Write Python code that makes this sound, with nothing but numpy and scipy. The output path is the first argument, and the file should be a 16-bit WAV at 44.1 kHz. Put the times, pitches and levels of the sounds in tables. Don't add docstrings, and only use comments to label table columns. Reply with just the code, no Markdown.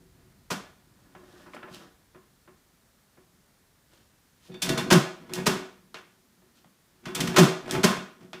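import sys
import numpy as np
from scipy import signal
from scipy.fft import rfft, irfft
from scipy.io import wavfile
from scipy.ndimage import uniform_filter1d, minimum_filter1d

SR = 44100
rng = np.random.default_rng(int(sys.argv[2]) if len(sys.argv) > 2 else 0)


def transcribe(signal):
    frames = np.atleast_2d(signal).T
    limited = np.clip(frames, -1, 1)
    pcm = np.round(limited * 32767).astype(np.int16)
    wavfile.write(sys.argv[1], SR, pcm)


def field_ratio(decibels):
    return 10 ** (np.asarray(decibels, dtype=float) / 20)


N = 370440
T = np.arange(N) / SR


def unit(x):
    return x / np.sqrt(np.mean(x ** 2))


def unit_energy(x):
    return x / np.sqrt(np.sum(x ** 2))


def decay(t, t60):
    return np.exp(-np.log(1000) * t / t60)


def colour(x, points):
    hz, db = np.transpose(points)
    log_hz = np.log(np.linspace(1, SR / 2, 2049))
    log_gain = np.interp(log_hz, np.log(hz), db) * np.log(10) / 20
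    cepstrum = irfft(log_gain)
    cepstrum[1:2048] *= 2
    cepstrum[2049:] = 0
    response = irfft(np.exp(rfft(cepstrum)))
    return signal.fftconvolve(x, response)[:len(x)]


def ring(modes, scatter_db=0., length_s=0.43):
    hz, db, t60 = np.transpose(modes)[:, :, None]
    t = T[:int(length_s * SR)]
    db = db + scatter_db * rng.standard_normal((len(modes), 1))
    return np.sum(field_ratio(db) * np.sin(2 * np.pi * hz * t) * decay(t, t60), axis=0)


def damped(modes, factor):
    return [(hz, db, t60 * factor) for hz, db, t60 in modes]


def add(out, s, sound):
    i = int(s * SR)
    out[i:i + len(sound)] += sound[:len(out) - i]


def envelopes(rows):
    power = np.zeros((2, N))
    for peak_s, rise_s, fall_s, *db in rows:
        away = np.where(T < peak_s, (peak_s - T) / rise_s, (T - peak_s) / fall_s)
        power += field_ratio(np.array(db)[:, None] - 20 * away) ** 2
    return np.sqrt(power)


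def grit(spread_db, hold_s=0.0031):
    k = int(hold_s * SR)
    grains = np.repeat(rng.standard_normal(N // k + 1), k)[:N]
    return rng.standard_normal(N) * field_ratio(spread_db * grains)


# frequency_hz, level_db
AIR_COLOUR = [(40, -29.5), (120, -4), (230, -3.5), (460, -7), (700, -9.5), (1800, -10.5), (2600, -15.5),
              (4100, -14.5), (14800, -19), (16000, -19.5)]


def air():
    return field_ratio(-65.5) * unit(colour(rng.standard_normal(N), AIR_COLOUR))


# time_s, level_db
RUMBLE_LEVEL = [(0, -60.5), (1.4, -65), (2.8, -69.5), (5.5, -68), (6.2, -74.5), (7, -73), (8.4, -73.5)]
# frequency_hz, level_db
RUMBLE_COLOUR = [(18, -37), (36, -1.5), (120, -1.5), (250, -6.5), (600, -51.5)]


def low_rumble():
    level = field_ratio(np.interp(T, *np.transpose(RUMBLE_LEVEL)))
    return level * unit(colour(rng.standard_normal(N), RUMBLE_COLOUR))


def decaying(lo_hz, hi_hz, t60, db):
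    t = T[:2 * SR]
    band = signal.butter(2, [lo_hz, hi_hz], "band", fs=SR, output="sos")
    fade = (1 - np.exp(-(t / 0.0031) ** 2)) * decay(t, t60)
    return field_ratio(db) * signal.sosfilt(band, rng.standard_normal(len(t))) * unit_energy(fade)


# frequency_hz, t60_s, level_db
BRICK_ROOM = [(100, 0.16, 1.5), (300, 0.4, -0.5), (704, 0.45, -3), (1800, 0.45, -1), (4540, 0.44, -4.5),
              (12700, 0.28, -3)]
# low_hz, high_hz, t60_s, level_db
FAR_BOOM = (173.5, 336.5, 5, -25.5)


def room(x):
    hz, t60, db = np.transpose(BRICK_ROOM)
    tail = decaying(*FAR_BOOM)
    for centre in 90 * 2. ** np.arange(8):
        band_t60, band_db = (np.interp(np.log(centre), np.log(hz), column) for column in (t60, db))
        tail = tail + decaying(centre / np.sqrt(2), centre * np.sqrt(2), band_t60, band_db)
    return signal.fftconvolve(x, tail)[:N]


# peak_s, rise_s, fall_s, body_db, hiss_db
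RUSTLES = [(1.16, 0.031, 0.26, -64, -84), (1.33, 0.49, .1, -59.5, -65.5), (1.38, 0.025, 0.16, -59.5, -60),
           (1.48, 0.25, 0.055, -55.5, -70), (1.548, 0.033, 0.033, -50, -54),
           (1.745, 0.045, 0.061, -54.5, -48.5), (1.84, 0.28, 0.076, -54.5, -64),
           (3.926, .04, 0.21, -68, -65), (4.47, .09, 0.058, -72, -59), (6.57, 0.038, 0.059, -68.5, -64)]
# frequency_hz, level_db
PAPER_BODY = [(60, -11.5), (200, 8.5), (700, 1.5), (1800, 0), (3500, -34.5), (16000, -34.5)]
# frequency_hz, level_db
PAPER_HISS = [(1000, -13), (3000, -1), (5000, -4), (9000, -11.5), (16000, -20)]
# frequency_hz, level_db, t60_s
HEAD = [(474, -2, .12), (645, 0, .14), (760, -2, .1), (860, -4, .1), (1062, 0, .16), (1260, -1, .12),
        (1342, -2, .15), (1485, -1, .13), (1560, -3, .08), (1710, -1, .18), (1965, -3, .12), (2310, -4, .1),
        (2510, -3, .1), (2780, -5, .1), (3440, -4, .16), (3560, -3, .2), (3640, -4, .18), (3800, -8, .1),
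        (4264, -7, .12), (4550, -8, .3), (5545, -9, .2), (5660, -9, .5), (6200, -10, .1), (6500, -8, .06),
        (6810, -10, .2), (7490, -13, .35)]
# frequency_hz, level_db, t60_s
STAND = [(116, -14.5, 0.062), (170, -2.5, 0.074), (190, -0.5, 0.16), (234.5, 0.5, 0.12),
         (266.4, -5.5, 0.12), (346.3, -8, 0.19), (371.5, -3, 0.35), (472, -9, 0.33), (547, -14, 0.02),
         (645, -10.5, 0.48)]


def rustles():
    body, hiss = envelopes(RUSTLES)
    rub = body * unit(colour(grit(4., hold_s=.01), PAPER_BODY))
    steel = ring(damped(HEAD + STAND[5:], .5))
    hum = signal.fftconvolve(rub, unit_energy(steel))[:N]
    return rub + field_ratio(-13.0) * hum + hiss * unit(colour(grit(2.5), PAPER_HISS))


# peak_s, rise_s, fall_s, stand_rumble_db, slide_grind_db
SLIDES = [(.014, 0.036, 0.077, -56, -86), (.15, 0.045, 0.63, -64.5, -76), (4.50, 0.019, 0.061, -42, -62),
          (4.545, .02, 0.049, -41, -56), (4.63, .02, 0.18, -38.5, -39.5), (4.696, 0.042, 0.086, -23.5, -35),
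          (4.78, .02, 0.073, -32, -34.5), (4.87, 0.093, 0.09, -31.5, -60), (5.24, 0.074, 0.02, -42.5, -62),
          (5.3, 0.034, 0.088, -44, -54.5), (5.385, 0.091, 0.051, -30, -38.5),
          (5.52, 0.057, 0.14, -35.5, -41.5), (7.087, 0.039, 0.045, -36, -43.5),
          (7.16, 0.016, .15, -44, -36.5), (7.216, 0.069, 0.071, -26, -44), (7.33, 0.18, 0.15, -33, -45),
          (7.66, 0.057, .1, -37.5, -62), (7.75, 0.1, 0.058, -30, -34.5), (7.784, 0.1, 0.014, -26, -56),
          (7.9, 0.11, 0.12, -33.5, -35.5), (8.218, 0.023, 0.076, -45, -59.5)]
# frequency_hz, level_db
GRIND = [(300, -23.5), (900, -4), (2200, -4.5), (3200, -10), (9000, -25), (16000, -35)]


def linkage():
    rumble, grind = envelopes(SLIDES)
    stand, head = (ring(damped(modes, 0.37)) for modes in (STAND, HEAD))
    hum = signal.fftconvolve(rumble * grit(2., hold_s=.012), unit_energy(stand))[:N]
    scrape = grind * unit(colour(grit(5.0), GRIND))
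    chatter = signal.fftconvolve(scrape, unit_energy(head))[:N]
    return hum + scrape + field_ratio(-9.5) * chatter


# start_s, peak_db, length_s, start_hz, end_hz, octave_db (against the note)
BOWS = [(4.911, -9.5, 0.087, 204.8, 125.3, -15), (5.463, -23.5, 0.05, 214, 190, 1),
        (7.374, -6.5, 0.0844, 205.9, 124, -11), (7.836, -11, 0.028, 206.6, 188, -3)]


def table():
    out = np.zeros(N)
    for s, db, length_s, start_hz, end_hz, octave_db in BOWS:
        u = T[:int(length_s * SR)] / length_s
        phase = 2 * np.pi * np.cumsum(start_hz + (end_hz - start_hz) * u ** 1.3) / SR
        note = np.cos(phase) + field_ratio(octave_db) * np.cos(2 * phase)
        add(out, s, field_ratio(db) * np.sin(np.pi * u) * note)
    return out


# frequency_hz, level_db
CRACK = [(100, -23.5), (400, -5.5), (1200, -1.5), (3000, -3.5), (6000, -4.5), (10000, -12), (16000, -21)]


def impacts(rows, shiver_t60):
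    near, send, t = np.zeros(N), np.zeros(N), T[:SR // 2]
    rattle_db, rattle_s = 4., .006
    for s, db, contact_s, bass_db, treble_db, shiver_db in rows:
        u = t / contact_s
        noise = rng.standard_normal((2, len(t)))
        chatter = noise[0] * u * np.exp(1 - u - 0.082 * u ** 2)
        grains = np.repeat(rng.standard_normal(int(.5 / rattle_s) + 2), int(rattle_s * SR))[:len(t)]
        shiver = noise[1] * field_ratio(rattle_db * grains) * (1 - np.exp(-u)) * decay(t, shiver_t60)
        click = 1. * (t == 0)
        tone = [(700, bass_db), (2500, 0), (9000, treble_db)]
        chatter, shiver, click = (colour(colour(v, CRACK), tone) for v in (chatter, shiver, click))
        chatter, shiver = (v / np.sqrt(np.max(uniform_filter1d(v ** 2, size=80))) / 2
                           for v in (chatter, shiver))
        sound = field_ratio(db) * (chatter + field_ratio(shiver_db) * shiver)
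        add(near, s, sound)
        add(send, s + contact_s, unit_energy(click) * np.sqrt(np.sum(sound ** 2)))
    return np.array([near, send])


def struck(rows, modes, push_s, octave_db, scatter_db):
    out = np.zeros(N)
    force = np.hanning(int(push_s * SR) + 2)
    for s, db, near_hz in rows:
        chosen = [(hz, g + octave_db * abs(np.log2(hz / near_hz)), t60) for hz, g, t60 in modes]
        sound = signal.fftconvolve(force, ring(chosen, scatter_db))
        add(out, s, field_ratio(db) * sound / np.max(np.abs(sound)))
    return out


PARTS = {"latch": (1692, 190, 5, -1.5, -6), "pedal": (1295, 216, -6.5, -11, -6.5),
         "pawl": (3520, 199, -1.5, -9, -17), "former": (3900.5, 197, -25, 4, -2.5),
         "cutter": (3641, 217.5, -16.5, -0.5, -11.5), "guide": (3561.5, 169.5, -3, -2, -7),
         "touch": (1249.5, 330, -5.5, -4, -5.5), "driver": (1278, 346.5, 3, -7, -17.5),
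         "clinch": (701.5, 385.5, 6, -0.5, -11), "lift": (650.5, 302, -3, -5, -7.5),
         "catch": (6801, 309.5, -26, 4.5, -11.5), "stop": (1095, 245, 3.5, -1, -18.5),
         "spring": (5603.5, 199, -10, 0, -6), "release": (2580, 541, -2.5, -15, -6),
         "pad edge": (1052, 385, 7.5, -38, -0.5), "corner": (1300, 443, -1, -45, -12),
         "finger": (1000, 168, 9, -24, -11.5)}
CONTACT_S = {"latch": .011, "pedal": .004, "pawl": .003, "former": .0062, "cutter": .0048, "guide": .0045,
             "touch": .005, "driver": .0077, "clinch": .006, "lift": .004, "catch": .0008, "stop": .006,
             "spring": .003, "release": .0014, "pad edge": .007, "corner": .003, "finger": .0015}


def blows(rows, shiver_t60, damping):
    head_modes, stand_modes = damped(HEAD, damping), damped(STAND, damping)
    contact = impacts([(s, db, CONTACT_S[part], *PARTS[part][2:]) for s, part, db, _, _ in rows], shiver_t60)
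    body = unit_energy(ring(damped(head_modes, 0.69)))
    clatter = signal.fftconvolve(contact, body[None])[:, :N]
    head_lag_s, stand_lag_s = .004, .011
    head_rows = [(s + head_lag_s, db, PARTS[part][0]) for s, part, _, db, _ in rows]
    stand_rows = [(s + stand_lag_s, db, PARTS[part][1]) for s, part, _, _, db in rows]
    stand = struck(stand_rows, stand_modes, push_s=0.0028, octave_db=-13.5, scatter_db=0.0)
    head = struck(head_rows, head_modes, push_s=.0001, octave_db=-18.5, scatter_db=3.0)
    return contact + field_ratio(-14.5) * clatter + stand + head


# start_s, part, contact_db, head_db, stand_db
HANDS = [(1.148, "pad edge", -46.5, -41, -41), (1.465, "pad edge", -47, -57, -43),
         (1.534, "corner", -36.5, -50, -56), (1.564, "corner", -36, -35, -40),
         (1.628, "corner", -36.5, -28.5, -36), (1.673, "pad edge", -43, -52, -50),
         (1.700, "finger", -64, -60, -36), (2.144, "pad edge", -49.5, -43, -41),
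         (2.474, "pad edge", -51, -45, -44), (3.170, "pad edge", -57.5, -51, -46.5),
         (3.323, "finger", -65.5, -70, -57), (6.418, "pad edge", -62.5, -65.5, -53),
         (6.644, "finger", -48.5, -66, -46)]


def hands():
    near, send = blows(HANDS, shiver_t60=0.11, damping=0.6)
    return np.array([near, field_ratio(-1) * send])


# start_s, part, contact_db, head_db, stand_db
MACHINE = [(.502, "latch", -23, -25.5, -22.5), (4.491, "pedal", -74, -59, -44),
           (4.516, "pawl", -54, -45, -65), (4.540, "pawl", -46, -36, -52),
           (4.618, "former", -20, -16.5, -29), (4.689, "cutter", -19, -21.5, -17),
           (4.775, "guide", -21.5, -19, -19), (4.902, "touch", -16.5, -20, -50),
           (4.908, "driver", -8.5, -16.5, -4.5), (4.922, "clinch", -7.5, -19, -16),
           (5.291, "lift", -50, -57.5, -38.5), (5.336, "catch", -19, -49, -41),
           (5.457, "touch", -25.5, -46, -41.5), (5.464, "stop", -10, -28.5, -13.5),
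           (5.470, "spring", -39.5, -45, -21.5), (5.943, "release", -30, -48, -43),
           (7.038, "pedal", -56, -56, -42.5), (7.054, "pedal", -30.5, -33, -25),
           (7.148, "former", -22.5, -23, -39), (7.203, "cutter", -18, -49, -17),
           (7.272, "guide", -24.5, -39, -19), (7.361, "touch", -14.5, -9.5, -31),
           (7.368, "driver", -11, -21, -3), (7.381, "clinch", -3, -18, -9.5),
           (7.677, "lift", -38.5, -26.5, -47), (7.693, "lift", -36, -43, -40),
           (7.710, "catch", -17, -44, -47), (7.831, "touch", -18.5, -35, -48),
           (7.838, "stop", -9, -11.5, -13.5), (7.843, "spring", -45, -30, -39),
           (7.965, "pedal", -31, -51, -26), (8.206, "lift", -57, -54, -48), (8.228, "lift", -58, -56, -57),
           (8.331, "release", -30, -37, -34.5)]


def machine():
    return blows(MACHINE, shiver_t60=0.15, damping=0.79)


def radiated(x):
    deep = signal.sosfilt(signal.butter(3, 56, fs=SR, output="sos"), x)
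    return field_ratio(-15.5) * deep + signal.sosfilt(signal.butter(3, 155, "high", fs=SR, output="sos"), x)


def scene():
    near, send = machine() + hands()
    rubbing = linkage() + rustles()
    bows = table()
    reflections = room(send + rubbing + field_ratio(-9.5) * bows)
    heard = radiated(near + rubbing + bows + reflections)
    return (heard + air() + low_rumble())[None]


def top_cut(x):
    return signal.sosfilt(signal.butter(12, 16470, fs=SR, output="sos"), x)


def record(dry):
    limit_db, top_hz = -4., 15400
    peak = -minimum_filter1d(-np.abs(dry), size=441)
    gain = np.minimum(1, (field_ratio(limit_db) / peak) ** .8)
    limited = dry * uniform_filter1d(gain, size=441)
    mix = signal.sosfilt(signal.ellip(8, .2, 60, top_hz, fs=SR, output="sos"), limited)
    return top_cut(mix)


dry = scene()
out = record(dry)
transcribe(out)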